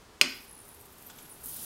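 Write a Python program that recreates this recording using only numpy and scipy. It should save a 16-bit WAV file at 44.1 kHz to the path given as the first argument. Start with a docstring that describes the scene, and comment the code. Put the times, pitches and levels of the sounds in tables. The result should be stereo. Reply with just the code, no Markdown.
"""Piercing a can of fizzy drink

A hand opener bites into the rim of a can on a wooden floor, in a small live room. The blade snaps
through, an impulse that sets lid, opener and floorboards ringing. Gas seeps from the wet cut as
turbulent noise, spitting and whistling in short sputters. The tool ticks faintly as the grip
changes, then the cut widens and the gas hisses freely."""
import sys
import numpy as np
from scipy import signal
from scipy.fft import rfft, irfft
from scipy.io import wavfile
from scipy.ndimage import uniform_filter1d

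SR = 44100
rng = np.random.default_rng(int(sys.argv[2]) if len(sys.argv) > 2 else 0)


def master_out(mix):
    """Clip the mix to full scale and print it as 16-bit PCM to the path in sys.argv[1]."""
    frames = np.transpose(np.atleast_2d(mix))
    ceiling = np.clip(frames, -1, 1)
    pcm = np.round(ceiling * 32767).astype(np.int16)
    wavfile.write(sys.argv[1], SR, pcm)


N = 72765

# Spectrum of the room noise. Each row: frequency in Hz, relative level in dB.
AIR_COLOUR = [(15, -21.5), (30, -12.5), (55, -9), (85, -10.5), (190, -14.5), (240, -12), (300, -13.5),
              (400, -8.5), (500, -12), (1000, -11.5), (2200, -20.5), (5000, -24.5), (8000, -29),
              (9000, -29.5), (15500, -38)]
# Likeness of that noise at the two ears. Each row: frequency in Hz, correlation.
AIR_CORRELATION = [(40, -.45), (120, -.2), (250, -0.42), (550, -0.84), (1200, -0.77), (3000, -0.69),
                   (12000, -0.51)]
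# Balance of that noise. Each row: frequency in Hz, left minus right in dB.
AIR_BALANCE = [(40, -4.5), (250, -2.5), (600, 0), (2000, 0), (10000, 0)]
# Modes of lid, can and opener. Each row: frequency in Hz, relative level in dB, T60 in seconds.
METAL_MODES = [(387, -24, .06), (586, -27.5, 0.077), (1144, -20.5, 0.031), (1448, -21.5, 0.05),
               (2246, -25.5, .035), (2343, -14, .045), (2514, -8, 0.036), (2706, -20, 0.026),
               (2860, -19.5, 0.039), (3220, -13, 0.027), (3930, -20, 0.04), (4330, -13.5, 0.045),
               (4580, -19.5, 0.03), (4984, -10.5, 0.042), (5457, -18, .04), (6440, -23.5, .03),
               (6870, -25, 0.045), (8470, -20.5, 0.044)]
# Modes of the floorboards. Each row: frequency in Hz, level in dB, T60 in seconds.
FLOOR_MODES = [(165, -43, 0.145), (237.5, -37, 0.14), (265.7, -39.5, 0.29), (368.3, -44, .3),
               (404, -47.5, .35)]
# Spectrum of tearing metal. 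Each row: frequency in Hz, relative level in dB.
CRACK_COLOUR = [(150, -31.5), (500, -9), (800, -17), (1200, -8.5), (2000, -2), (2600, -2.5), (4800, 1.5),
                (9000, -7), (13000, -10), (16000, -18)]
# Gas seeping through the narrow cut. Each row: time in seconds, level in dB.
SEEP_LEVELS = [(.21, -63), (.29, -55.5), (.45, -59.5), (.54, -76), (.66, -58.5), (.74, -63), (.78, -61),
               (.95, -60.5), (1.07, -55), (1.125, -61.5), (1.21, -58), (1.28, -58), (1.33, -57),
               (1.39, -56), (1.44, -53), (1.65, -70)]
# Spectra of the seep, the jet and its lower rush. Each row: frequency in Hz, relative level in dB.
SEEP_COLOUR = [(1500, -33), (5000, -20.5), (7500, -9.5), (9500, -5), (12300, -0.5), (14000, -6),
               (16000, -7)]
JET_COLOUR = [(500, -13), (2000, -28), (4000, -17.5), (8200, -11.5), (9700, 0.5), (12000, 1), (14000, -4.5),
              (16000, -4)]
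RUSH_COLOUR = [(1500, -23), (3300, 1.5), (5000, -1), (8000, 1), (11000, -12)]
# The loudest spits of liquid. Each row: start in seconds, level in dB.
LOUD_SPITS = [(0.577, -49), (0.61, -54), (.664, -54), (.690, -42), (0.749, -43), (0.795, -49), (.812, -41),
              (0.857, -44.5), (0.983, -49), (1.025, -42), (1.087, -44), (1.448, -36), (1.4592, -24.5)]
# Spectrum of a bursting bubble. Each row: frequency in Hz, relative level in dB.
SPIT_COLOUR = [(3000, -49), (7500, -1.5), (10000, 5.5), (13000, 10), (16000, 0)]
# Whistle of the wet cut. Each row: time in seconds, centre pitch in Hz, level in dB.
WHISTLE_PATH = [(.475, 11000, -56), (0.491, 10900, -50), (0.528, 10900, -48.5), (.555, 10000, -52),
                (0.602, 9850, -49), (0.628, 9600, -55), (.66, 8900, -59), (.69, 10100, -56),
                (.745, 10100, -53.5), (.755, 10100, -72)]
# Lone chirps of the cut. Each row: start in seconds, length in seconds, pitch in Hz, level in dB.
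LONE_CHIRPS = [(0.798, 0.021, 8500, -59.5), (1.06, 0.021, 12700, -49.5), (1.158, .05, 11800, -55.5),
               (1.218, 0.022, 11100, -51), (1.237, 0.035, 11400, -54), (1.293, 0.017, 10100, -51.5),
               (1.307, 0.023, 9780, -44.5), (1.33, 0.056, 10350, -61)]
# Hands rubbing on can and handle. Each row: time in seconds, level in dB.
RUB_LEVELS = [(.9, -67), (1.059, -61), (1.19, -57.5), (1.3, -65), (1.451, -60.5), (1.65, -57)]
# Spectrum of the rubbing. Each row: frequency in Hz, relative level in dB.
RUB_COLOUR = [(40, -4), (110, -9), (165, 4), (260, -4.5), (500, -7.5), (1250, -13), (1450, -7), (1800, -16),
              (3500, -13), (7000, -19), (10000, -28)]
# Ticks of the opener. Each row: start in seconds, level in dB, T60 in seconds.
OPENER_TICKS = [(1.098, -42, 0.06), (1.184, -44, 0.079), (1.212, -56, 0.039), (1.251, -52, 0.11)]
# Spectrum of a tick. Each row: frequency in Hz, relative level in dB.
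TICK_COLOUR = [(60, -14), (160, 5), (260, 2), (700, -3), (1300, -6), (1460, 13), (1650, -5.5), (3100, -2.5),
               (3450, 4.5), (3900, -8.5), (8000, -2), (12000, -18), (16000, -33)]
# Reverberation. Each row: band centre in Hz, relative level in dB, T60 in seconds.
ROOM_BANDS = [(125, -7, 0.15), (305, 3.5, 0.4), (700, -2.5, 0.32), (1410, -2.5, 0.49), (2680, -12.5, 0.46),
              (5100, -8.5, 0.49), (9300, -10.5, 0.28), (15000, -11.5, 0.15)]
# Likeness of the reflections at the two ears. Each row: frequency in Hz, correlation.
ECHO_CORRELATION = [(200, .1), (500, -0.23), (1200, 0.35), (2400, 0.82), (5000, 1), (12000, .4)]

SNAP_S = .2127  # the blade breaks through
TIME = np.arange(N) / SR


def undb(db):
    """Amplitude ratio for a level in decibels."""
    return 10 ** (np.asarray(db) / 20)


def unit(x):
    """Normalisation to rms 1."""
    return x / np.sqrt(np.mean(x ** 2))


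def across(points):
    """Interpolation of (Hz, value) rows over the spectrum, in log frequency."""
    hz, value = np.array(points, float).T
    return np.interp(np.log(np.arange(N // 2 + 1) * SR / N + 1e-9), np.log(hz), value)


def noise(colour):
    """White noise filtered to a given spectrum, at rms 1."""
    return unit(irfft(rfft(rng.standard_normal(N)) * undb(across(colour)), N))


def diffuse(correlation):
    """A diffuse field: left and right spectra of partly correlated white noise."""
    likeness = np.clip(across(correlation), -.99, .99)
    mid, side = rfft(rng.standard_normal((2, N))) * np.sqrt([(1 + likeness) / 2, (1 - likeness) / 2])
    return np.array([mid + side, mid - side])


def wander(rate_hz):
    """Smooth random fluctuation of rms 1."""
    hold = max(int(SR / rate_hz), 1)
    steps = rng.standard_normal(N)[np.arange(N) // hold]
    return unit(uniform_filter1d(steps, hold))


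def fade(start, t60):
    """Exponential decay from a sudden onset, 60 dB in t60 seconds."""
    age = TIME - start
    return (age >= 0) * np.exp(-np.log(1000) * np.maximum(age, 0) / t60)


def rise(start, length):
    """Linear ramp from 0 to 1."""
    return np.clip((TIME - start) / length, 0, 1)


def pan(db):
    """Gains for a level difference between the ears, left minus right."""
    return undb(np.array([[1], [-1]]) * db / 2)


def air(level_db=-47.5):
    """Steady room noise forms a diffuse field, its rumble stronger on the right."""
    spectra = diffuse(AIR_CORRELATION) * undb(across(AIR_COLOUR)) * pan(across(AIR_BALANCE))
    return undb(level_db) * unit(irfft(spectra, N))


def ring(modes):
    """Free vibration after the snap is a sum of damped normal modes."""
    return sum(undb(db) * np.cos(2 * np.pi * hz * (TIME - SNAP_S)) * fade(SNAP_S, t60)
               for hz, db, t60 in modes)


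def snap(pop_hz=2760, pop_s=.00152, cutoff_hz=240):
    """Impulse excitation: the lid pops and tears, and the metal and floorboards ring."""
    pulse = np.sin(np.pi * rise(SNAP_S, pop_s))
    pop = undb(-2.5) * np.cos(2 * np.pi * pop_hz * (TIME - SNAP_S)) * pulse
    crack = undb(-13) * noise(CRACK_COLOUR) * fade(SNAP_S, t60=.022)
    metal = undb(-5.5) * ring(METAL_MODES) * rise(SNAP_S, .00069)
    floor = ring(FLOOR_MODES) * rise(SNAP_S, .0094)
    # The snap carries little below a few hundred hertz.
    highpass = signal.butter(2, cutoff_hz, "high", fs=SR, output="sos")
    return signal.sosfilt(highpass, pop + crack + metal) + floor


def hiss(widen_s=1.43, flutter_hz=129):
    """Turbulent flow radiates noise: gas seeps unevenly, then jets out as the cut widens."""
    seep_db = np.interp(TIME, *np.array(SEEP_LEVELS).T)
    seep = undb(seep_db + 2 * wander(flutter_hz)) * (TIME > SNAP_S)
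    jet = rise(widen_s, .013) * undb(-41.5 + 1.5 * wander(flutter_hz))
    rush = rise(widen_s, .15) * undb(-52.5)
    return seep * noise(SEEP_COLOUR) + jet * noise(JET_COLOUR) + rush * noise(RUSH_COLOUR)


def spits(bubbles_per_s=110, fizz_from_s=.22, fizz_until_s=1.3, t60=.0064):
    """Bursting bubbles emit brief noise transients: a few loud ones among a Poisson fizz."""
    bursts = sum(undb(db) * fade(start, t60) for start, db in LOUD_SPITS)
    births = (rng.random(N) < bubbles_per_s / SR) * (TIME > fizz_from_s) * (TIME < fizz_until_s)
    strengths = undb(-54 + 3 * rng.standard_normal(N))
    fizz = signal.fftconvolve(births * strengths, fade(0, t60))[:N]
    return (bursts + fizz) * noise(SPIT_COLOUR)


def whistles(sputter_hz=59.2, open_share=.55, jitter=.2, sag=.017, wobble=.03):
    """Liquid acts as a valve on the cut; each opening passes a short, unsteady, falling whistle."""
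    times, hz, db = np.array(WHISTLE_PATH).T
    cycle = np.cumsum(sputter_hz * (1 + jitter * wander(sputter_hz))) / SR % 1
    progress = np.minimum(cycle / open_share, 1)
    valve = np.sqrt(np.abs(np.sin(np.pi * progress)))
    level = np.interp(TIME, times, undb(db), left=0, right=0)
    falling_hz = np.interp(TIME, times, hz) * (1 - sag * (progress - .5))
    pitch_hz = falling_hz * (1 + wobble * wander(rate_hz=1200))
    return valve * level * np.sqrt(2) * np.sin(2 * np.pi * np.cumsum(pitch_hz) / SR)


def chirps(bandwidth_hz=1200):
    """Turbulent puffs excite a resonance of the cut, giving narrow-band noise."""
    turbulence = wander(bandwidth_hz) + 1j * wander(bandwidth_hz)
    sound = 0
    for start, length, hz, db in LONE_CHIRPS:
        puff = undb(db) * np.sin(np.pi * rise(start, length))
        sound += puff * np.real(turbulence * np.exp(2j * np.pi * hz * TIME))
    return sound


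def rubbing():
    """Sliding friction of the hands makes dull noise as the grip changes."""
    times, db = np.array(RUB_LEVELS).T
    return np.interp(TIME, times, undb(db), left=0) * noise(RUB_COLOUR)


def ticks(rise_s=.0028):
    """Each shift of the opener on the rim excites a damped noise transient."""
    envelope = sum(undb(db) * fade(start, t60) * rise(start, rise_s) for start, db, t60 in OPENER_TICKS)
    return envelope * noise(TICK_COLOUR)


def room(source, build_s=.0035):
    """Reverberation is convolution with diffuse reflections, each band decaying at its own rate."""
    field, response = diffuse(ECHO_CORRELATION), 0
    for hz, db, t60 in ROOM_BANDS:
        band = across([(row[0], row[0] == hz) for row in ROOM_BANDS])
        tail = fade(0, t60) * rise(build_s / 2, build_s)
        response += undb(db) * irfft(field * band, N) * tail / np.linalg.norm(tail)
    return signal.fftconvolve(source[None], response, axes=1)[:, :N]


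def scene():
    """Superposition of can, gas and reflections, a little to the right, over the room noise."""
    solids = snap() + ticks() + rubbing()
    gas = hiss() + whistles() + chirps() + spits()
    reflections = room(solids + undb(5.5) * gas)
    return (solids + gas + reflections) * pan(db=-4) + air()


def record(dry, top_hz=15750):
    """Overload clips the snap at full scale; a steep low-pass removes the highest treble."""
    lowpass = signal.ellip(10, .2, 70, top_hz, fs=SR, output="sos")
    return signal.sosfilt(lowpass, np.clip(dry, -1, 1))


dry = scene()
out = record(dry)
master_out(out)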